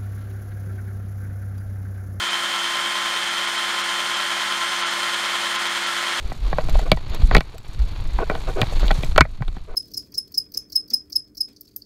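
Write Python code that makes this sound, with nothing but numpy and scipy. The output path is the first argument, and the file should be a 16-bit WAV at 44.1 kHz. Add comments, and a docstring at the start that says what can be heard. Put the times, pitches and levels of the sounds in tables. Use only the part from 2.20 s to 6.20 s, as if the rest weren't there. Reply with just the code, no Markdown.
"""A cordless drain auger runs steadily over a toilet bowl in a small bathroom.
From the start the motor whines, gear teeth rattle in patterns that come round with each gear and the
drum, the brushes hiss and the turning cable scrapes in the bowl, all over a faint hum and room rumble.
Almost at once the treble begins to dip briefly now and then. Firmer rubs of the cable follow, strongest
in the second half, while the pinion's whistle sinks away toward the end."""
import sys
import numpy as np
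from scipy import signal
from scipy.fft import rfft, irfft, next_fast_len
from scipy.io import wavfile
from scipy.ndimage import map_coordinates

SR = 44100
rng = np.random.default_rng(int(sys.argv[2]) if len(sys.argv) > 2 else 0)


def transcribe(signal):
    """Save signal, clipped to [-1, 1], as a 16-bit WAV file at the path in sys.argv[1]."""
    frames = np.atleast_2d(signal).T
    limited = np.clip(frames, -1, 1)
    pcm = np.round(limited * 32767).astype(np.int16)
    wavfile.write(sys.argv[1], SR, pcm)


N = 176400

# Motor speed. Each row: time in seconds, turns per second.
MOTOR_SPEED = [(0.0, 346.5), (0.33, 345.96), (0.5, 346.88), (0.7, 346.73), (0.85, 346.48), (1.17, 346.31),
               (1.35, 346.67), (1.62, 346.66), (1.72, 346.53), (2.0, 346.55), (2.13, 346.88),
               (2.38, 347.16), (2.65, 346.86), (2.76, 346.43), (3.0, 346.77), (3.47, 346.54),
               (3.55, 346.04), (4.0, 346.38)]
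# Fader moves under load. Each row: time in seconds, then pinion, high whine and gearbox gains in dB.
LOAD_FADERS = [(0, -32, 0, -0.2), (.7, -33.5, -0.5, 0), (1.4, -36, 0.5, 0.1), (2, -35.5, -0.5, 0.3),
               (2.6, -37.5, 2, 0.6), (3.25, -36, 0.5, .5), (3.6, -42, -1, 0.5), (4, -43, -2, 1)]
# Uneven tooth load. Each row: swells per drum turn (rounded in use), gearbox and shell depths in dB.
LOAD_SWELLS = [(2, 0.42, 1), (4, 0.73, 0.6), (6, 0.2, 1.3), (8, 0.4, 0.2), (10, -0.05, -0.1),
               (12, 0.2, 0.3), (18, 0.54, 0.5), (20, -0.2, -1.7), (54, 0.1, 0), (67.2, -0.3, 0.4)]
# Shaft and gear tones. Each row: multiple of the motor speed, level in dB.
DRIVE_TONES = [(1, -44.5), (2.5, -47.5), (4.17, -44), (4.75, -46.5), (5.5, -51), (5.92, -43.5),
               (6.17, -42.5), (6.5, -45.5), (7.5, -49.5), (8, -53), (8.5, -45), (9.5, -45), (9.75, -46.5),
               (10, -46)]
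# The motor's third harmonic. Each row: time in seconds, level in dB.
THIRD_HARMONIC = [(0, -38), (.3, -38.5), (.75, -34.5), (1.3, -37), (1.65, -36), (2.05, -37), (2.4, -35),
                  (2.9, -36), (3.3, -38.5), (3.37, -31), (3.44, -39.5), (3.7, -40), (3.8, -35), (4, -41.5)]
# The motor's high whine. Each row: multiple of the motor speed, level in dB before its fader.
WHINE_TONES = [(12, -48.5), (15, -47), (18, -48.5), (19, -79), (20, -49), (21, -59), (22, -65), (23, -71),
               (24, -54), (25, -53), (26, -54), (27, -51.5), (32, -69), (36, -66), (38, -74), (39, -74),
               (42, -74)]
# Tooth errors. Each row: motor turns until the pattern repeats, relative level in dB.
TOOTH_WEAR = [(12, -7), (36, -4.5), (72, -1.5)]
# Colours of gearbox, plastic shell, brushes and room. Each row: frequency in Hz, relative level in dB.
GEARBOX_EQ = [(60, -52), (130, -23.5), (270, -15.5), (450, -15), (580, -7), (760, -6.5), (1000, -3.5),
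              (1200, 0), (1430, 2), (1560, -0.5), (1800, 1.5), (2100, -1.4), (2300, -3), (2800, -5.5),
              (3700, -7), (4250, -6), (5000, -11.5), (7000, -19.5), (10000, -23.5), (15000, -52)]
SHELL_EQ = [(1500, -26), (2800, -20.5), (3050, -3), (3170, 3.5), (3400, -10), (3600, -3.5), (3800, -28.5),
            (6000, -37)]
BRUSH_EQ = [(2000, -23), (4500, 1), (5700, 0.5), (7500, 1.5), (8100, -2), (8700, 0), (9400, -2.5),
            (10100, -8.5), (12200, -7), (13000, -18), (14000, -18), (14500, -23), (15700, -24)]
RUMBLE_EQ = [(20, -12), (48, -22), (75, -5), (100, -9), (130, 0), (300, -3), (800, -18)]
# Firm rubs of the cable. Each row: centre in seconds, level at the crest in dB.
CABLE_RUBS = [(.37, -34), (.6, -40), (.83, -36), (1.22, -37), (1.77, -32), (1.97, -32.5), (2.04, -32.5),
              (2.13, -31), (2.44, -30), (2.65, -32), (2.86, -32), (3.27, -34), (3.69, -29)]
# Background hum. 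Each row: frequency in Hz, level in dB.
HUM_TONES = [(29, -79), (120, -67), (199.5, -52.5)]
# Treble dips. Each row: centre in seconds, half length in seconds, cutoff in Hz.
TREBLE_DIPS = [(0.096, 0.0083, 7000), (1.096, 0.006, 7500), (1.268, .007, 9000), (1.373, 0.0056, 7500),
               (1.63, .008, 7000), (1.951, .006, 9000), (2.64, 0.021, 5500), (2.698, 0.0076, 8500),
               (2.955, .006, 9500), (3.377, 0.011, 6000), (3.485, .007, 7500), (3.658, 0.0076, 8000)]

DRUM_TURNS, CARRIER_TURNS, PINION_TEETH = 72, 12, 9  # motor turns per drum and carrier turn; tooth count
TONE_FLUTTER, WHINE_FLUTTER, PINION_FLUTTER, FLUTTER_HZ = .26, .25, .055, 22.16  # depths and speed
BACKLASH_DB, TOOTH_SCATTER = 1.5, .25  # chance rattle; timing scatter in teeth
GEARBOX_DB, SHELL_DB, BRUSH_DB, RUMBLE_DB = -26.5, -32.5, -38, -65
SHELL_FOLLOWS, PINION_SWELL = .21, .27  # shell's share of the pinion fader; pinion's of the shell swells
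BRUSH_PULSING, BRUSH_SWELL = .1, .6  # depth once a motor turn; share of the gearbox swells
RUB_SIGMA_S, RUB_HZ, RUB_WIDTH_HZ, SCRAPE_DB = .021, 1347, 35, -39.5
ROOM_T60_S, ROOM_DB = .18, -10
DIP_DEPTH, TOP_HZ = .96, 15750


def amp(db):
    """Decibels to gain."""
    return 10 ** (np.asarray(db) / 20)


def unit(x):
    """Scale to rms 1."""
    return x / np.sqrt(np.mean(x ** 2) + 1e-20)


def curves(rows):
    """One envelope for each column after the time."""
    times, *columns = np.transpose(rows)
    return [np.interp(np.arange(N) / SR, times, column) for column in columns]


def wobble(rate):
    """A smooth random curve, rate knots a second."""
    at = np.arange(0, N + 64, 64)
    coarse = map_coordinates(rng.standard_normal(2048), [at * rate / SR], mode="wrap")
    return np.interp(np.arange(N), at, coarse)


def filtered(x, response):
    """Filter x by a gain that depends on frequency."""
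    size = next_fast_len(N + 8192)
    return irfft(rfft(x, size) * response(np.fft.rfftfreq(size, 1 / SR)), size)[:N]


def coloured(x, eq):
    """x through an EQ curve, at rms 1."""
    eq_hz, db = np.transpose(eq)
    return unit(filtered(x, lambda hz: amp(np.interp(np.log(hz + 1), np.log(eq_hz), db))))


def tone(cycles, flutter):
    """A tone of rms 1 that flutters in level and phase."""
    phase = 2 * np.pi * (cycles % 1 + rng.random())
    level = 1 + flutter * wobble(FLUTTER_HZ)
    return unit(level * np.sin(phase) + flutter * wobble(FLUTTER_HZ) * np.cos(phase))


def motor(turns, pinion_db, whine_db):
    """The spinning shaft and gears sing: low tones, the pinion's whistle and a high whine."""
    low = 0
    for multiple, db in DRIVE_TONES:
        order = np.round(multiple * CARRIER_TURNS) / CARRIER_TURNS  # a harmonic of the gear carrier
        low += amp(db) * tone(turns * order, TONE_FLUTTER * min(multiple / 3, 1))  # lowest is steadiest
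    third = amp(curves(THIRD_HARMONIC)[0]) * tone(3 * turns, TONE_FLUTTER)
    whine = sum(amp(db) * tone(turns * order, WHINE_FLUTTER) for order, db in WHINE_TONES)
    whistle = tone(turns * PINION_TEETH, PINION_FLUTTER)
    return low + third + amp(pinion_db) * whistle + amp(whine_db) * whine


def tooth_load(turns):
    """Uneven load swells gearbox and shell in step with the drum; returns both swings in dB."""
    count, *depths = np.transpose(LOAD_SWELLS)
    cycles = np.round(count)[:, None] * turns / DRUM_TURNS + rng.random((len(count), 1))
    return np.array(depths) @ np.cos(2 * np.pi * cycles)


def teeth(turns):
    """One click per tooth contact; each gear's errors repeat as it comes round, backlash adds chance."""
    mesh = turns * PINION_TEETH
    tooth = np.arange(int(mesh[-1]))
    clicks = np.zeros(N + 1)
    backlash = (turns[-1] + 1, BACKLASH_DB)  # a pattern too long to repeat
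    for period, db in [*TOOTH_WEAR, backlash]:
        errors = rng.standard_normal((16384, 2))
        size, slip = errors[tooth % (round(period) * PINION_TEETH)].T
        at = np.interp(tooth + TOOTH_SCATTER * slip, mesh, np.arange(N))
        whole, part = at.astype(int), at % 1  # each click is shared between two samples
        clicks += amp(db) * np.bincount(whole, size * (1 - part), N + 1)
        clicks += amp(db) * np.bincount(whole + 1, size * part, N + 1)
    return clicks[:N]


def bathroom(x):
    """The close walls add a short reverb tail."""
    t = np.arange(SR // 3) / SR
    tail = rng.standard_normal(len(t)) * amp(-60 * t / ROOM_T60_S) * (t > .003)
    return x + amp(ROOM_DB) * signal.fftconvolve(x, tail / np.linalg.norm(tail))[:N]


def gears(turns, pinion_db, gear_swell_db, shell_swell_db):
    """Tooth contacts ring the gearbox and the plastic shell."""
    box = coloured(bathroom(teeth(turns) * amp(gear_swell_db)), GEARBOX_EQ)
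    shell = coloured(bathroom(teeth(turns) * amp(shell_swell_db)), SHELL_EQ)
    shell_db = SHELL_DB + SHELL_FOLLOWS * (pinion_db - pinion_db.mean())
    return amp(GEARBOX_DB) * box + amp(shell_db) * shell


def brushes(turns, swell_db):
    """The sliding brushes hiss, pulsing with the shaft and swelling with the load."""
    pulse = 1 + BRUSH_PULSING * np.cos(2 * np.pi * turns)
    hiss = rng.standard_normal(N) * pulse * amp(BRUSH_SWELL * swell_db)
    return amp(BRUSH_DB) * coloured(hiss, BRUSH_EQ)


def cable():
    """The turning cable rubs in the bowl on one narrow resonance, harder now and then."""
    t = np.arange(N) / SR
    pressure = sum(amp(db) * np.exp(-.5 * ((t - centre) / RUB_SIGMA_S) ** 2) for centre, db in CABLE_RUBS)
    phase = 2 * np.pi * RUB_HZ * t
    scrape = unit(wobble(2 * RUB_WIDTH_HZ) * np.sin(phase) + wobble(2 * RUB_WIDTH_HZ) * np.cos(phase))
    return amp(SCRAPE_DB) * scrape + pressure * tone(RUB_HZ * t, flutter=.2)


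def room_tone():
    """A faint steady hum over the rumble of the room."""
    t = np.arange(N) / SR
    hum = sum(amp(db) * tone(hz * t, flutter=.08) for hz, db in HUM_TONES)
    return hum + amp(RUMBLE_DB) * coloured(rng.standard_normal(N), RUMBLE_EQ)


def treble_dips(x):
    """The top end ducks for a few hundredths of a second at a time."""
    hz, t, spectrum = signal.stft(x, SR, nperseg=128)
    for centre, half, cutoff_hz in TREBLE_DIPS:
        treble = 1 - 1 / (1 + (hz / cutoff_hz) ** 16)
        window = np.exp(-((t - centre) / half) ** 4)
        spectrum *= 1 - DIP_DEPTH * np.outer(treble, window)
    return signal.istft(spectrum, SR, nperseg=128)[1][:N]


def scene():
    """The mono mix: one shaft speed drives motor, gears and brushes; cable and room tone join them."""
    turns = np.cumsum(curves(MOTOR_SPEED)[0]) / SR
    pinion_db, whine_db, gearbox_db = curves(LOAD_FADERS)
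    gear_swell_db, shell_swell_db = tooth_load(turns)
    rattle = gears(turns, pinion_db, gearbox_db + gear_swell_db, shell_swell_db)
    hiss = brushes(turns, gear_swell_db)
    tones = motor(turns, pinion_db + PINION_SWELL * shell_swell_db, whine_db)
    return (tones + treble_dips(rattle + hiss + cable()) + room_tone())[None]


def record(dry):
    """A brick-wall low-pass trims the very top."""
    return filtered(dry[0], lambda hz: hz < TOP_HZ)[None]


dry = scene()
out = record(dry)
transcribe(out)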